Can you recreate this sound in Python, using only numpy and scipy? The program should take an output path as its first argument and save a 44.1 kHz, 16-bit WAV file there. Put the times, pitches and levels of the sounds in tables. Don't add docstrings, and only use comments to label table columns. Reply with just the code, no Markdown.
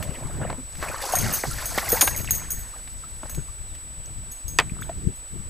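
import sys
import numpy as np
from scipy import signal
from scipy.fft import rfft, irfft, next_fast_len
from scipy.io import wavfile
from scipy.ndimage import uniform_filter1d

SR = 44100
rng = np.random.default_rng(int(sys.argv[2]) if len(sys.argv) > 2 else 0)


def transcribe(signal):
    frames = np.atleast_2d(signal).T
    limited = np.clip(frames, -1, 1)
    pcm = np.round(limited * 32767).astype(np.int16)
    wavfile.write(sys.argv[1], SR, pcm)


def magnitude_from_level(level_db):
    exponent = np.asarray(level_db, float) / 20
    return 10 ** exponent


N = 242197

# frequency in Hz, level in dB per Hz.
HISS_SPECTRUM = [(150, -27), (280, -2.5), (1200, -2.5), (3000, -4.5), (6800, -11), (8200, -16.5),
                 (11300, -16.5), (11700, -12.5), (15000, -11.5)]
# frequency in Hz, left level in dB, right level in dB, left lead in radians.
WHINE_TONE = (7866.5, -40, -39.5, 1.5)
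# time in seconds, gust level in dB, left over right in dB.
WIND_GUSTS = [(0.0, -31, -12), (0.09, -36.5, 16), (0.15, -40.5, 0.5), (0.44, -31.5, 3), (0.69, -45.5, 3),
              (0.83, -36.5, 9), (1.08, -49, 4.5), (1.24, -26.5, 4), (1.44, -46, 2), (1.48, -32, 0.5),
              (1.59, -41.5, 8), (2.25, -35.5, 7), (2.74, -43, 1.5), (3.35, -41, 8.5), (3.38, -31.5, 14),
              (3.45, -42.5, 1), (3.82, -43.5, 7.5), (4.3, -40, 6), (4.4, -55, -5.0), (4.45, -43.5, 15),
              (4.59, -34, -2), (4.88, -38.5, 7.5), (5.0, -36.5, -6), (5.07, -26.5, 11), (5.14, -42.5, -2),
              (5.29, -47.5, 2), (5.35, -37, 17.5), (5.49, -42, -9)]
# frequency in Hz, level in dB per Hz.
LIGHT_AIR = [(8.8, -34.5), (15, 13), (42, -4), (65, -23.5), (135, -29), (445, -50.5), (500, -43.5),
             (650, -55), (1100, -120)]
# frequency in Hz, level in dB per Hz.
FULL_GUST = [(8.8, -38), (15, -6), (134, 1), (170, -3.5), (247, -13), (420, -16.5), (550, -38), (920, -120)]
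# time in seconds, peak in dB, frequency in Hz, left over right in dB, push-pull phase in radians.
EDDIES = [
    (0.09, -18, 91.5, 17, 0.69),
    (0.383, -37, 121, -1, 0.98),
    (1.249, -19, 139, 11, 0.54),
    (1.491, -21, 66, 0, 0.42),
    (3.378, -16.5, 51.1, 3, 0.8),
    (4.717, -14.5, 120.4, 12, 0.8),
    (5.029, -34.5, 59.2, 1.5, 0.8),
    (5.069, -5.5, 100, 19, 0.92),
    (5.359, -41.5, 51.1, 5.0, 0.8),
]
# time in seconds, slosh in dB, brightness of its upper half in dB.
HULL_SLOSH = [(0, -36.5, -12), (.05, -43, -3.5), (.4, -43.5, -10.5), (.43, -33, -22), (.47, -40.5, -15),
              (.54, -43.5, -16), (.62, -62, -8), (.78, -51.5, -4), (.815, -38, -8), (.83, -32, -15.5),
              (.99, -34.5, -18), (1.02, -32.5, -0.5), (1.09, -32.5, -10.5), (1.13, -25.5, -9),
              (1.17, -32.5, -2), (1.22, -29.5, -4), (1.37, -34, -3.5), (1.39, -42, -2), (1.43, -45, -4),
              (1.45, -29.5, -12), (1.48, -46.5, -1), (1.57, -41, 1), (1.63, -33.5, -3), (1.67, -42, -0.5),
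              (1.765, -33.5, -11), (1.81, -35.5, -3), (1.93, -29.5, -8.5), (2.0, -30, -7), (2.1, -39, -7),
              (2.2, -39, -4), (2.23, -50.5, 4), (2.42, -42.5, 3), (2.5, -50.5, 0), (2.7, -54.5, 0),
              (2.76, -47, -15), (2.83, -60, -4), (3.18, -62, -8), (3.24, -49, -12), (3.32, -52.5, -1),
              (3.6, -67, -4), (4.62, -72, -8), (4.64, -50, -6), (4.68, -61, 0), (4.9, -50, -4),
              (5.0, -63, -11)]
# time in seconds, spray in dB, gurgle in dB.
SPRAY_AND_GURGLE = [(0, -53.5, -41), (.38, -58, -43.5), (.45, -59.5, -32.5), (.6, -64, -60),
                    (.75, -55.5, -59), (.85, -47, -60), (1.0, -48.5, -56), (1.03, -38.5, -62),
                    (1.25, -37.5, -40.5), (1.38, -39, -49), (1.41, -39.5, -66), (1.59, -41.5, -60),
                    (1.96, -37.5, -53), (2.18, -46, -45), (2.48, -53, -64.5), (2.95, -58, -60),
                    (3.3, -58, -62.5), (3.7, -65.5, -60.5)]
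# frequency in Hz, level in dB per Hz.
SLOSH_SPECTRUM = [(120, -43.5), (200, -0.5), (343, -8.5), (446, -9), (580, 1.5), (700, -2.5), (878, -0.5),
                  (1770, -0.5), (3040, -10.5), (4000, -14.5), (5200, -45.5), (8800, -120)]
# frequency in Hz, level in dB per Hz.
SPRAY_SPECTRUM = [(1500, -9), (3000, -11.5), (4500, 1), (6000, -0.5), (8000, -1.5), (11000, -1.5),
                  (14000, -6), (15500, -16.5)]
# start in seconds, end in seconds.
THIN_HISS_LULLS = [(.35, 0.41), (.42, .46), (.62, 0.75), (2.91, 3.13), (3.2, 3.24), (3.55, 3.69), (3.76, 3.8),
                   (3.88, 4.29), (4.42, 4.47), (4.88, 5.13), (5.22, 5.28), (5.35, 5.49)]
# time in seconds, peak in dB, centre in Hz, relative treble in dB, length in seconds.
TAIL_SLAPS = [(0.027, -27, 1650, -1.5, 0.012), (0.417, -25, 550, -32, 0.01), (0.499, -23, 615, -25, 0.02),
              (0.528, -19.5, 643, -32, 0.0064), (0.753, -38, 2040, -5, 0.012),
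              (0.827, -22.5, 890, -11.5, 0.026), (1.439, -19, 630, -22, 0.012),
              (1.778, -13, 487, -8, 0.011), (1.783, -8.5, 1250, -19.5, 0.01),
              (2.014, -10.5, 2850, -1, 0.013), (2.026, -18.5, 525, -20, 0.02),
              (2.077, -10.5, 1730, -21, 0.008), (2.246, -25.5, 1510, -12, 0.0048),
              (2.876, -36, 2010, -16, 0.011), (3.233, -27, 546, -29, 0.011),
              (3.256, -33.5, 860, -25, 0.012), (3.296, -37, 1110, -2, 0.012),
              (3.348, -33.5, 1900, 0, 0.0073), (3.379, -36, 417, -20, 0.012),
              (3.751, -39.5, 2480, -8, 0.012), (4.766, -32, 432, -26, 0.0076),
              (4.894, -22, 644, -28, 0.0049)]
# time in seconds, peak in dB, start
# frequency in Hz, ring t60 in seconds, pitch rise per ring as a fraction (negative falls).
SINGLE_BUBBLES = [(0.577, -21, 249, 0.12, 0.16), (1.039, -15.5, 787, 0.052, 0.17),
                  (1.137, -5, 721, 0.037, 0.15), (1.152, -12, 1390, 0.029, 0.26),
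                  (1.513, -23.5, 1346, 0.072, 0.12), (1.866, -20, 651, 0.038, 0.22),
                  (1.926, -7.5, 450, 0.068, 0.38), (2.074, -18, 1583, 0.097, 0.2),
                  (2.669, -41, 530, 0.058, 0.18), (3.037, -33, 1275, 0.077, 0.14),
                  (3.486, -36.5, 1140, 0.074, 0.2), (4.789, -33, 1240, 0.045, 0.19),
                  (4.896, -21, 660, 0.061, 0.2),
                  (.153, -25, 2490, 0.018, 1), (.503, -25, 3800, .01, 1), (1.437, -10, 1900, 0.0085, .1),
              (.886, -22, 2420, 0.044, .1), (1.59, -31, 730, 0.054, 3), (1.619, -23.5, 994, 0.065, .3),
              (2.277, -21.5, 2750, 0.027, -0.2), (2.288, -23, 1700, 0.05, 2),
              (2.65, -40, 1005, 0.066, -0.2), (2.738, -28, 1140, 0.03, 0.3), (2.76, -34, 643, 0.046, 1.5),
              (3.39, -37, 1340, .05, 1), (3.68, -51, 4200, .5, -2), (4.07, -47.5, 522, 0.27, 4.5),
              (4.06, -26, 5800, 0.0092, 1), (4.485, -38, 5070, 0.067, .01), (4.697, -30, 2280, 0.03, 0.5),
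              (4.821, -21, 1163, 0.036, 4.5), (4.829, -29, 3600, 0.048, -0.5)]
# time in seconds, level in dB, relative crack in dB.
HULL_KNOCKS = [
    (4.5871, -3.5, 15),
    (4.5993, -22, 24),
]
# frequency in Hz, level in dB, ring t60 in seconds.
HULL_MODES = [(407, -15, 0.098), (708, -6, .09), (1004, -3.5, 0.076), (1200, -4, 0.072), (1900, 7, 0.029),
              (2290, -4, 0.029), (2580, 0, .04), (4770, -2, 0.043)]
# time in seconds, overall level in dB, a level for the bare tick alone in
# relative dB, shell modes up to 12.6 kHz in relative dB, shell modes from 13.5 kHz in relative dB (the tick
# follows the highest of these three, at least 0), frequency in Hz towards which water loading draws the lowest
LURE_SHAKES = [(0.0243, -40, 2, -18, -14, 6410), (1.1238, -38, 15, 12, 6, 6570),
               (1.1548, -27.5, 12, 9, -5, 6450), (1.1872, -5, -5.5, -18, -31, 6320),
               (1.3264, -25.5, -22, -6.5, -4, 6410), (1.3374, -19, -17.5, -2, -3, 6310),
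               (1.6576, -32.5, -6, 8.5, 3, 6400), (1.8906, -13.5, 4, -10.5, -8, 6500),
               (1.9194, -28.5, -4.5, 11, 7, 6510), (2.0113, -8.5, 6.5, 0, -21, 6540),
               (2.0244, -13, -12, -16, -23, 6550), (2.0444, -19, -13, -9.5, -19, 6570),
               (2.0712, -17, -13.5, -3, -10, 6600), (2.1635, -30.5, 9, 1.5, -8, 6500),
               (2.1764, -22.5, 9.5, -4, -10, 6600), (2.2318, -24.5, -30.5, -29, -23, 6600),
               (2.3087, -8, 7, -7.5, -9, 6450), (2.3486, -23.5, -8, 0, -11, 6450),
               (2.5054, -22.5, -12, -1.5, -15, 6490), (2.5177, -15.5, -20, -12.5, -14, 6520),
               (2.592, -35, 1, -3, -11, 6560), (3.2969, -35.5, -3, 2, -7, 6460),
               (3.3503, -27, -8, -11, -23, 6640), (4.0607, -38.5, -77, -14.5, -30, 6480),
               (4.3166, -39.5, -12, 5.5, -16, 6560), (4.4817, -27.5, -4, -4, -9, 6470),
               (4.8135, -49.5, -8, 8, 1, 6500), (5.1582, -45.5, 4.5, -3, -13, 6600)]
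# frequency in Hz, level in dB, ring t60 in seconds, mode group as a number.
SHELL_MODES = [(6500, -7, 0.42, 2), (6600, 1, 0.056, 2.5), (9086, -8, 0.23, 2), (9214, -2.5, 0.052, -2.5),
               (9900, -3.5, 0.055, 2), (12100, -5, 0.22, 2), (12130, 1.5, .05, 2), (12600, -10, .06, 2),
               (13500, -2.5, 0.22, 3), (13800, 4, 0.058, 3), (15200, -7, 0.19, 3)]
# frequency in Hz, left over right in dB.
PORT_LEVEL = [(60, 2.5), (180, 4.0), (550, 2), (1650, -0.5), (4970, 0.5), (15000, 2)]
# frequency in Hz, left lead in radians.
PORT_LEAD = [(600, .12), (2000, .2), (6500, -.1), (8300, -.3), (11900, -1.0), (14100, -.3), (15000, -.7)]
# low edge in Hz,
# high edge in Hz, threshold over the hiss in dB.
MUTED_BANDS = [(6900, 7820, 3.5), (8140, 8900, 6.5), (8877, 9500, 5), (9420, 10300, 4), (10300, 11000, 3.5),
               (11160, 11600, 1.4), (15350, 17000, 34.5)]


def evened(x):
    return x / np.sqrt(np.mean(x ** 2) + 1e-20)


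def read(points, hz):
    f, value = np.transpose(points)
    return np.interp(np.log(hz + 1), np.log(f + 1), value)


def curve(rows, t, column):
    return np.interp(t, *np.transpose(rows)[[0, column]])


def add(mix, s, sound):
    part = mix[..., round(s * SR):][..., :sound.shape[-1]]
    part += sound[..., :part.shape[-1]]


def band(x, order, hz, kind):
    return signal.lfilter(*signal.butter(order, hz, kind, fs=SR), x)


def ring(hz, t60, rise=0, phase=0):
    t = np.arange(round(.3 * SR)) / SR
    return magnitude_from_level(-60 * t / t60) * np.sin(2 * np.pi * hz * (t + rise * t ** 2 / (2 * t60)) + phase)


def field(colour, size, patchy_db, wide, long):
    hop = size // 4
    t = np.arange(N // hop + 5) * hop / SR
    hz = np.fft.rfftfreq(size, 1 / SR)
    a, b, patches = np.moveaxis(rng.standard_normal((len(t), len(hz), 3)), 2, 0)
    patches = evened(uniform_filter1d(uniform_filter1d(patches, long, 0), wide, 1))
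    shape = magnitude_from_level(colour(t[:, None], hz[None]))
    z = (a + 1j * b) * shape * magnitude_from_level(patchy_db * patches)
    return signal.istft(z.T, nperseg=size, noverlap=size - hop)[1][:N]


def unit(db):
    return db - 10 * np.log10(np.sum(magnitude_from_level(db) ** 2, -1, keepdims=True))


def hiss():
    colour = magnitude_from_level(read(HISS_SPECTRUM, np.fft.rfftfreq(N + 3, 1 / SR)))
    shared, *own = irfft(rfft(rng.standard_normal((3, N + 3))) * colour, N + 3)[:, :N]
    return magnitude_from_level(-50.5) * evened(shared + 1.5 * np.array(own))


def camera():
    hz, left_db, right_db, lead = WHINE_TONE
    turn = 2 * np.pi * hz * np.arange(N) / SR
    level = np.sqrt(2) * magnitude_from_level(np.array([[left_db], [right_db]]))
    return hiss() + level * np.sin(turn + np.array([[lead], [0]]))


def wind():
    def colour(t, hz):
        hard = np.clip((curve(WIND_GUSTS, t, 1) + 49) / 18, 0, 1)
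        return unit((1 - hard) * read(LIGHT_AIR, hz) + hard * read(FULL_GUST, hz))

    t = np.arange(N) / SR
    level, pan = curve(WIND_GUSTS, t, 1), curve(WIND_GUSTS, t, 2)
    air = np.array([evened(field(colour, 1024, 1.78, wide=2, long=4)) for _ in range(2)])
    drift = uniform_filter1d(uniform_filter1d(rng.standard_normal((2, N)), size=900), size=900)
    lumpy = (air + 0.14 * air[::-1]) * magnitude_from_level(3.4 * evened(drift))
    out = evened(lumpy) * magnitude_from_level(level + 3.5 + np.array([pan, -pan]) / 2)
    for s, db, hz, pan_db, phase in EDDIES:
        u = np.arange(-2000, 2000) / SR * hz
        push = np.cos(2 * np.pi * u + phase) * np.exp(-(u / 0.3) ** 2)
        add(out, s - .0405, magnitude_from_level(db - 5.0) * push * magnitude_from_level(np.array([[pan_db], [-pan_db]]) / 2))
    return out


def grains(lo_hz, hi_hz, cycles, per_s, spread_db):
    out = np.zeros(N)
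    t = np.arange(3000) / SR
    for hz in np.geomspace(lo_hz, hi_hz, 16):
        where, size = rng.random((400, 2)).T[:, :round(per_s / 16 * N / SR)]
        train = np.zeros(N)
        train[(where * N).astype(int)] = magnitude_from_level(spread_db * np.minimum(-np.log(size + 1e-9), 4))
        bubble = ring(hz, cycles / hz, .35)[:3000] * np.minimum(t * hz / 2.4, 1)
        out += signal.oaconvolve(train, bubble)[:N] * magnitude_from_level(read(SLOSH_SPECTRUM, hz))
    return out / np.sqrt(uniform_filter1d(out ** 2, size=6000) + 1e-9)


def slosh():
    t = np.arange(N) / SR
    wash = evened(field(lambda t, hz: read(SLOSH_SPECTRUM, hz) + 0 * t, 256, 5.0, wide=2, long=10))
    body = magnitude_from_level(-4.5) * wash + magnitude_from_level(-5.0) * grains(451, 2766, 25.6, 600, 4.5)
    upper = band(body, 2, 1300, "high")
    bright = magnitude_from_level(np.clip(curve(HULL_SLOSH, t, 2) + 7.0, -15, 6))
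    return magnitude_from_level(curve(HULL_SLOSH, t, 1)) * (body + (bright - 1) * upper)


def spray_and_gurgle():
    t = np.arange(N) / SR
    spray = evened(field(lambda t, hz: read(SPRAY_SPECTRUM, hz) + 0 * t, 256, 3.7, wide=30, long=5))
    out = magnitude_from_level(curve(SPRAY_AND_GURGLE, t, 1) + 4.5) * spray
    out += magnitude_from_level(curve(SPRAY_AND_GURGLE, t, 2) - 1.5) * grains(230, 620, 12, 140, 2.3)
    thin_band = signal.butter(6, [8200, 11600], "band", fs=SR, output="sos")
    thin_hiss = evened(signal.sosfilt(thin_band, rng.standard_normal(N)))
    sounding = np.prod([(t < a) | (t > b) for a, b in THIN_HISS_LULLS], 0)
    return out + magnitude_from_level(-59.5) * thin_hiss * sounding


def slaps():
    out, u = np.zeros(N), np.arange(3000) / SR
    for s, db, hz, treble_db, length in TAIL_SLAPS:
        low, high = rng.standard_normal((2, len(u)))
        low = evened(band(low, 2, [hz / 2.5, hz * 1.72], "band"))
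        high = evened(band(high, 2, 3300, "high"))
        fade = np.minimum(u / 0.00078, 1) * np.exp(-u / np.clip(length, .002, .04) * 2)
        add(out, s - .001, magnitude_from_level(db - 2.0) * (low * fade + magnitude_from_level(treble_db) * high * fade ** 0.53))
    return out


def bubbles():
    out = np.zeros(N)
    for s, db, hz, t60, rise in SINGLE_BUBBLES:
        bubble = ring(hz, t60, rise)
        flutter_db = 3.6 * evened(uniform_filter1d(rng.standard_normal(len(bubble)), size=90))
        onset = np.minimum(np.arange(len(bubble)) / SR * hz / 1.8, 1)
        add(out, s - .001, magnitude_from_level(db - 4.85 + flutter_db) * bubble * onset)
    return out


def water():
    return slosh() + spray_and_gurgle() + slaps() + bubbles()


def knock():
    out, u = np.zeros(N), np.arange(6000) / SR
    for s, db, crack_db in HULL_KNOCKS:
        body = sum(magnitude_from_level(mode_db - 8.0) * ring(hz, t60 * 0.83) for hz, mode_db, t60 in HULL_MODES)[:len(u)]
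        crack = band(rng.standard_normal(len(u)), 1, [3000, 7500], "band") * np.exp(-u / 0.0005)
        tail = evened(band(rng.standard_normal(len(u)), 3, [400, 2700], "band")) * np.exp(-u / 0.01)
        blow = body + magnitude_from_level(crack_db) * crack + magnitude_from_level(-4.0) * tail
        add(out, s, magnitude_from_level(db) * blow * np.minimum(u / 0.00063, 1))
    return out


def bead_clicks():
    when, size = rng.random(30) ** 3.2, rng.standard_normal(30)
    clicks = np.zeros(round(.09 * SR))
    clicks[(when * (len(clicks) - 1)).astype(int)] = size * np.exp(-when / 0.18)
    clicks[0] = 1.3
    return clicks / np.linalg.norm(clicks)


def lure():
    out = np.zeros(N)
    for s, db, *groups_db, low_hz in LURE_SHAKES:
        clicks = bead_clicks()
        swing = 0.052 * np.cumsum(rng.standard_normal(round(.3 * SR)))
        shell = np.zeros(len(swing))
        for hz, mode_db, t60, group in SHELL_MODES:
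            detune = rng.standard_normal()
            group_db = ([0] + groups_db)[int(round(group))]
            loaded_hz = hz * (low_hz / 6500) ** 0.595 * (1 + 0.0045 * detune)
            shell += magnitude_from_level(mode_db + group_db) * ring(loaded_hz, t60, 0, swing * (1 + detune))
        shell[:3] += magnitude_from_level(max(0, *groups_db) + 5.5) * np.array([1, -2, 1])
        add(out, s - .001, magnitude_from_level(db - 1.0) * signal.fftconvolve(clicks, shell))
    return out


def ports(x, scatter_db):
    size = next_fast_len(N + 4096)
    hz = np.fft.rfftfreq(size, 1 / SR)
    held_hz = np.maximum(hz, 600)
    half = magnitude_from_level(read(PORT_LEVEL, held_hz) / 2) * np.exp(.5j * read(PORT_LEAD, held_hz))
    u = np.arange(2600) / SR
    sparse = rng.standard_normal((2, len(u))) * (rng.random((2, len(u))) < .05)
    taps = sparse * np.exp(-u / 0.007) * (u > .002)
    taps /= np.linalg.norm(taps, axis=1, keepdims=True)
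    scatter = rfft(taps, size) * magnitude_from_level(scatter_db) * (hz / 5000) ** .6
    return irfft(rfft(x, size) * (np.array([half, 1 / half]) + scatter), size)[:, :N]


def mute_quiet_treble(x):
    hz, t, z = signal.stft(x, SR, nperseg=1024)
    power = uniform_filter1d(np.mean(abs(z) ** 2, 0), size=3)
    level_db = 10 * np.log10(power[(hz > 8900) & (hz < 11300)].mean(0) + 1e-20)
    over_hiss_db = level_db - np.percentile(level_db, 10)
    for lo, hi, threshold_db in MUTED_BANDS:
        z[:, (hz >= lo) & (hz < hi)] *= np.clip((over_hiss_db - threshold_db) / 0.22, 0, 1)
    return signal.istft(z, SR, nperseg=1024)[1][:, :N]


def scene():
    return camera() + wind() + ports(water() + knock() + lure(), -19.0)


def top_cut(x):
    return signal.sosfilt(signal.butter(12, 16640, fs=SR, output="sos"), x)


def record(dry):
    edges_hz = [0, 15300, 15600, 16700, SR / 2]
    taps = signal.firwin2(255, edges_hz, [1, 1, 0.03, .02, 0.089], fs=SR)
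    rolled = signal.oaconvolve(dry, taps[None], "same")
    overloaded = 0.83 * np.tanh(rolled / 0.87)
    return top_cut(mute_quiet_treble(overloaded))


dry = scene()
out = record(dry)
transcribe(out)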